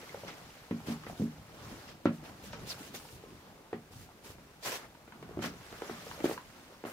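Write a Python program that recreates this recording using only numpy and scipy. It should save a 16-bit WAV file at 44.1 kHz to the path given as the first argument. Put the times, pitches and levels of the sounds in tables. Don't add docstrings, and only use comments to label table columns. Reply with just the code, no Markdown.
import sys
import numpy as np
from scipy import signal
from scipy.fft import rfft, irfft
from scipy.io import wavfile
from scipy.ndimage import uniform_filter1d

SR = 44100
rng = np.random.default_rng(int(sys.argv[2]) if len(sys.argv) > 2 else 0)


def field_ratio(decibels):
    return 10 ** (np.asarray(decibels, dtype=float) / 20)


def master(y):
    cut = np.clip(np.atleast_2d(y).T, -1, 1)
    pcm = np.round(cut * 32767)
    wavfile.write(sys.argv[1], SR, pcm.astype(np.int16))


N = 305172
PORT_DELAY_S = 0.00013


def evened(x):
    return x / np.sqrt(np.mean(x ** 2) + 1e-20)


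def read(points, hz):
    point_hz, value = np.transpose(points)
    return np.interp(np.log(hz + 1), np.log(point_hz + 1), value)


def add(mix, start_s, sound):
    part = mix[..., round(start_s * SR):][..., :sound.shape[-1]]
    part += sound[..., :part.shape[-1]]


# frequency in Hz, correlation 0 to 1.
LIKENESS = [(30, 1), (60, 0.81), (125, 0.95), (250, 0.95), (500, 0.75), (1000, 0.66), (2000, 0.043),
            (16000, 0.033)]


def likeness(hz):
    return np.clip(read(LIKENESS, hz), -1, 1)


# listed time in seconds, board level in dB, board pitch in Hz,
# hardness (grit crack over board ring) in dB, beam boom over board level in dB.
STEPS = [(0.709, -25, 252, -24.5, -4), (0.87, -38.5, 197, -26, 3.5), (0.883, -30, 226, -34, 0),
         (1.196, -26.5, 202, -40, -14), (1.204, -27, 231, -51, 2.5), (1.218, -19.5, 212, -61, -18),
         (2.0546, -14, 319, -23, -9.5), (2.941, -40.5, 440, -14, -8), (3.7285, -27.5, 428, -21, -11.5),
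         (5.309, -41.5, 425, -25, -13), (5.371, -29.5, 340, -33, -3), (5.39, -30, 334, -23, -7),
         (5.422, -35, 330, -11, -28), (5.439, -32.5, 257, -7.5, -4.5), (5.463, -41.5, 205, -25, 1),
         (5.895, -32, 390, -17, -8.5), (6.241, -18, 348, -34.5, -18), (6.85, -31, 350, -17, -13)]
# listed time in seconds, level in dB, pitch in Hz,
# hardness (grit crack over ring) in dB, ring t60 in seconds.
DEBRIS = [(0.092, -40, 2100, -30, 0.02), (0.143, -33, 520, -28, 0.023), (0.233, -38, 580, -47, 0.025),
          (0.247, -41, 377, -29, 0.0077), (0.28, -39, 2120, -14, 0.032), (0.801, -45, 804, -20, 0.015),
          (1.035, -43.5, 1190, -14, 0.031), (1.064, -38.5, 493, -10.5, 0.031),
          (1.097, -36, 690, -42, 0.0089), (2.229, -42, 274, -33, 0.013), (2.53, -38, 583, -8, 0.046),
          (2.805, -43.5, 292, -21, 0.032), (3.236, -41, 444, -31, 0.015), (4.088, -48, 810, -26, 0.014),
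          (4.254, -46.5, 282, -19, 0.036), (4.383, -54, 710, -9, 0.015), (4.627, -48, 619, -10, 0.014),
          (4.659, -44, 425, -3, 0.011), (4.948, -48, 940, -20, 0.036), (5.076, -45, 366, -15, 0.017),
          (5.121, -44, 953, -13.5, 0.034), (5.226, -39, 396, -15, 0.011), (5.289, -41.5, 385, -20, 0.043),
          (5.725, -42, 415, -12, 0.027), (5.819, -28.5, 440, -22, 0.0097), (6.065, -37.5, 470, -19, 0.038),
          (6.112, -34, 1020, -19, 0.01), (6.203, -37.5, 304, -13, 0.022), (6.255, -22.5, 299, -21, 0.014),
          (6.276, -53, 370, -8, 0.019), (6.295, -27, 362, -24, 0.0091), (6.311, -27, 457, -24, 0.01),
          (6.376, -31.5, 1010, -20, 0.02), (6.838, -31.5, 440, -22, 0.0083)]
# frequency in Hz, relative level in dB, t60 in seconds,
# swell time constant in seconds.
BEAM_MODES = [(107.3, -14.5, 0.22, 0.00075), (154.3, -14.5, 0.46, 0.017), (176.5, -11.5, 0.31, 0.0021),
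              (231, 7, 0.17, 0.018), (282.5, -11, 0.25, 0.0027), (340.4, -7.5, 0.11, 0.0023),
              (407, -12.5, 0.15, .004)]
# frequency in Hz, relative level in dB per Hz.
CRACK_SPECTRUM = [(300, 9), (700, -17.5), (1300, 3), (2200, -2), (4000, -11.5), (8000, -32), (16000, -42)]
STEP_T60_S = 0.014
LAG_S = 0.000982


def beam_boom():
    t = np.arange(SR // 2) / SR
    boom = np.zeros(len(t))
    for hz, db, t60, swell in BEAM_MODES:
        envelope = field_ratio(db - 60 * t / t60) * (1 - np.exp(-t / swell)) ** 3
        boom += envelope * np.sin(2 * np.pi * hz * t)
    return boom / abs(boom).max()


def grit_cracks(count):
    size = 4096
    t, hz = np.arange(size) / SR, np.fft.rfftfreq(size, 1 / SR)
    left, other = rfft(rng.standard_normal((count, 2, size))).transpose(1, 0, 2)
    same = likeness(hz)
    right = same * left + np.sqrt(1 - same ** 2) * other
    grit = irfft(np.stack([left, right], axis=1) * field_ratio(read(CRACK_SPECTRUM, hz)))
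    return evened(grit) * (np.exp(-t / 0.026) + 2.1 * np.exp(-t / 0.00087))


def knocks():
    beam = beam_boom()
    cracks = grit_cracks(len(STEPS) + len(DEBRIS))
    blows, boom = np.zeros((2, N)), np.zeros(N)
    for (s, db, hz, hard_db, boom_db), crack in zip(STEPS, cracks):
        add(blows, s + LAG_S, field_ratio(db) * blow(hz, STEP_T60_S, hard_db, crack))
        add(boom, s + LAG_S, field_ratio(db + boom_db) * beam)
    for (s, db, hz, hard_db, t60), crack in zip(DEBRIS, cracks[len(STEPS):]):
        add(blows, s + LAG_S, field_ratio(db) * blow(hz, t60, hard_db, crack))
    small = signal.butter(2, 140, "high", fs=SR, output="sos")
    return signal.sosfilt(small, blows), boom


# ratio to its pitch, relative level in dB,
# share of its ring time.
BOARD_MODES = [(1, 1, 0.93), (1.601, -3.5, 0.78), (2.7, -9.5, 0.56), (4.1, -20.5, 1)]


def blow(hz, t60, hard_db, crack):
    t = np.arange(crack.shape[-1]) / SR
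    ring = np.zeros(len(t))
    for ratio, db, share in BOARD_MODES:
        bright_db = 0.31 * (hard_db + 24) * np.log2(ratio)
        decay_db = 60 * t / (share * max(t60, 0.004))
        ring += field_ratio(db + bright_db - decay_db) * np.sin(2 * np.pi * ratio * hz * t)
    ring *= (1 - np.exp(-t * hz / 0.51)) ** 2
    return field_ratio(hard_db) * crack - ring / abs(ring).max()


# full contact in seconds, length in seconds, level before tint in dB,
# hiss of cloth in dB, drag of the sole in dB.
SCUFFS = [(0.28, 0.0089, -44, -15, 5), (0.871, 0.056, -45, -7.5, 5.5), (1.082, 0.034, -53.5, -6, -3),
          (1.174, 0.067, -52.5, -7.5, 0), (1.882, 0.021, -49, -15, 2), (2.13, 0.037, -59.5, -3, 2),
          (2.24, 0.052, -53, -8.5, 8), (2.439, 0.035, -49.5, -6, -3), (2.532, 0.006, -44, -19, -13),
          (2.675, 0.048, -42.5, -6.5, -5), (2.786, 0.09, -50, -4, 0.5), (2.95, 0.0075, -39.5, -5.5, -1.5),
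          (2.996, 0.16, -54.5, -3, -3.5), (3.922, 0.12, -55.5, -3.5, -2), (4.246, 0.067, -51, -4, 1.5),
          (4.635, 0.017, -39, -9, -5.5), (4.659, 0.036, -35, -5.5, 3), (4.721, 0.038, -37.5, -6.5, 3.5),
          (4.795, 0.053, -55, -9, 12.5), (5.428, 0.035, -37.5, -11, 2.5), (6.057, 0.08, -50.5, -8, -8),
          (6.244, 0.0075, -38.5, -6, 1.5), (6.285, 0.051, -44.5, -4, 3.5), (6.863, 0.065, -52.5, -1, 11.5)]
# time in seconds, rustle of moving clothes before tint in dB,
# weight shifting on the boards in dB.
MOTION = [(0.0, -51.5, -58), (0.3, -52, -55.5), (0.65, -57, -65.5), (0.89, -55.5, -48), (1.19, -56, -51),
          (1.45, -60, -56), (1.7, -50.5, -46), (1.86, -53.5, -54), (2.0, -65, -57.5), (2.3, -58.5, -53.5),
          (2.7, -51.5, -49.5), (2.97, -57.5, -55.5), (3.45, -60.5, -54), (3.7, -67.5, -57.5),
          (4.4, -64, -57.5), (5.0, -66, -59), (5.39, -61, -47.5), (5.64, -53.5, -54.5), (5.899, -48, -54),
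          (6.2, -50.5, -49.5), (6.42, -56.5, -59), (6.65, -57.5, -56.5), (6.92, -64, -63)]
# frequency in Hz, relative level in dB per Hz.
SCUFF_SPECTRUM = [(100, -35), (250, -9.5), (500, -5.5), (1000, -8), (1800, -8.5), (2800, -8.5), (5000, -10),
                  (10000, -9.5), (15500, -11.5), (17000, -67)]
# frequency in Hz, relative level in dB per Hz.
CREAK_SPECTRUM = [(18, -58), (30, -1), (76, 5.5), (150, 6), (257, 2.5), (548, -4.5), (1030, -8),
                  (1600, -12), (2500, -47), (3250, -90), (5500, -120)]
SCUFF_RISE_DB_PER_S, SCUFF_FALL_DB_PER_S = 1000, 328
RUSTLE_CLOTH_DB, RUSTLE_SOLE_DB = -8, 5


def shuffle():
    t = np.arange(N) / SR
    s, rustle_db, load_db = np.transpose(MOTION)
    power = field_ratio(2 * np.interp(t, s, rustle_db))
    cloth, sole = power * RUSTLE_CLOTH_DB, power * RUSTLE_SOLE_DB
    for s0, length, db, cloth_db, sole_db in SCUFFS:
        fade_db = np.maximum(SCUFF_RISE_DB_PER_S * (s0 - t), SCUFF_FALL_DB_PER_S * (t - s0 - length))
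        stroke = field_ratio(2 * (db - np.maximum(fade_db, 0)))
        power = power + stroke
        cloth = cloth + stroke * cloth_db
        sole = sole + stroke * sole_db
    scuff = noise(SCUFF_SPECTRUM, patchy_db=1.5, grain_db=1.0,
                  cloth_db=cloth / power, sole_db=sole / power, size=256)
    creak = noise(CREAK_SPECTRUM, patchy_db=3.5, grain_db=1.5, size=1024)
    murmur = field_ratio(np.interp(t, s, load_db)) * creak
    return np.sqrt(power) * scuff + crackle(10 * np.log10(power)) + murmur


def crackle(scuff_db):
    happens = rng.random(N) < 70 / SR
    size = field_ratio(4.75 * np.minimum(rng.exponential(1, N), 3)) * happens
    kind, t, out = rng.integers(0, 10, N), np.arange(400) / SR, np.zeros(N)
    for k, hz in enumerate(np.geomspace(450, 3500, num=10)):
        tick = np.exp(-t * hz / 1.55) * np.sin(2 * np.pi * hz * t)
        out += signal.oaconvolve(size * (kind == k), tick)[:N]
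    return field_ratio(0.73 * scuff_db - 17.5) * out * field_ratio([[-0.4], [0.4]])


SQUEAK_S, SQUEAK_LENGTH_S, SQUEAK_DB = 2.685, 0.05, -38.5
SQUEAK_START_HZ, SQUEAK_END_HZ, SQUEAK_WIDTH_HZ = 5990, 3830, 510


def squeak():
    way = np.clip((np.arange(N) / SR - SQUEAK_S) / SQUEAK_LENGTH_S, 0, 1)
    pitch_hz = SQUEAK_START_HZ * (SQUEAK_END_HZ / SQUEAK_START_HZ) ** way
    carrier = np.exp(2j * np.pi * np.cumsum(pitch_hz) / SR)
    r = np.exp(-np.pi * SQUEAK_WIDTH_HZ / SR)
    hiss = rng.standard_normal((2, N)) + 1j * rng.standard_normal((2, N))
    fuzz = signal.lfilter([1 - r], [1, -r], hiss)
    return field_ratio(SQUEAK_DB) * np.sin(np.pi * way) * evened((carrier * fuzz).real)


# frequency in Hz, t60 in seconds.
ROOF_T60 = [(100, 0.93), (300, 0.23), (1000, 0.17), (3000, 0.095), (10000, 0.041)]


def roof(x):
    taps = np.zeros((2, SR // 2))
    slots = np.arange(200, SR // 2 - 20, 20)
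    at = slots + rng.integers(0, 20, (2, len(slots)))
    np.put_along_axis(taps, at, rng.choice([-1., 1.], at.shape), 1)
    hz, t, z = signal.stft(taps, SR, nperseg=512)
    same = likeness(hz)[:, None]
    z[1] = same * z[0] + np.sqrt(1 - same ** 2) * z[1]
    decay = field_ratio(-60 * t / read(ROOF_T60, hz)[:, None])
    tail = signal.istft(z * decay, SR, nperseg=512)[1]
    return signal.fftconvolve(x[None], tail / np.linalg.norm(tail[0]), axes=1)[:, :N]


# frequency in Hz, relative level in dB per Hz.
AIR_SPECTRUM = [(25, 2.5), (100, -9.5), (360, -7), (900, -12.5), (2500, -16), (9500, -25.5), (15500, -25.5),
                (17000, -68)]
AIR_DB = -59.5


def air():
    return field_ratio(AIR_DB) * noise(AIR_SPECTRUM, patchy_db=-0.6, grain_db=0.9, size=1024)


def noise(spectrum, patchy_db, grain_db, cloth_db=0, sole_db=0, size=512):
    hop = size // 4
    frames, hz = N // hop + 5, np.fft.rfftfreq(size, 1 / SR)
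    a, b, c, d, patches = rng.standard_normal((frames, len(hz), 5)).T
    patches = uniform_filter1d(patches, size=6, axis=0)
    patches = evened(uniform_filter1d(patches, size=12, axis=1))
    at = np.arange(frames) * hop
    cloth, sole = (np.interp(at, np.arange(N), v * np.ones(N)) for v in (cloth_db, sole_db))
    high = np.clip(np.log2(hz / 5600 + 0.0013) / 0.64, 0, 1)[:, None]
    low = np.clip(np.log2(3600 / (hz + 1)) / 1.12, 0, 1)[:, None]
    same, left, other = likeness(hz)[:, None], a + 1j * b, c + 1j * d
    delay = np.exp(-2j * np.pi * hz * PORT_DELAY_S)[:, None]
    right = same * left * delay + np.sqrt(1 - same ** 2) * other
    field = field_ratio(read(spectrum, hz)[:, None] + patchy_db * patches)
    plain = np.sqrt(2 * (field ** 2).mean())
    z = np.array([left, right]) * field * field_ratio(cloth * high + sole * low) / plain
    x = signal.istft(z, nperseg=size, noverlap=size - hop)[1][:, :N] / np.sqrt(3 * size / 16)
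    grain = evened(uniform_filter1d(rng.standard_normal(N), size=90))
    return x * evened(field_ratio(grain_db * grain))


ROOF_DB = -7


def scene():
    blows, boom = knocks()
    n = np.arange(N)
    late = np.interp(n - PORT_DELAY_S * SR, n, blows[1] + boom)
    direct = np.array([field_ratio(2.5) * (blows[0] + boom), field_ratio(3.0) * late])
    sharp = signal.sosfilt(signal.butter(2, 520, "high", fs=SR, output="sos"), blows[0])
    return direct + field_ratio(ROOF_DB) * roof(sharp) + shuffle() + squeak() + air()


def low_pass(x):
    return signal.sosfilt(signal.butter(12, 16330, fs=SR, output="sos"), x)


def record(dry):
    low_cut = signal.butter(2, 45, "high", fs=SR, output="sos")
    mix = signal.sosfilt(low_cut, dry)
    return low_pass(mix)


dry = scene()
out = record(dry)
master(out)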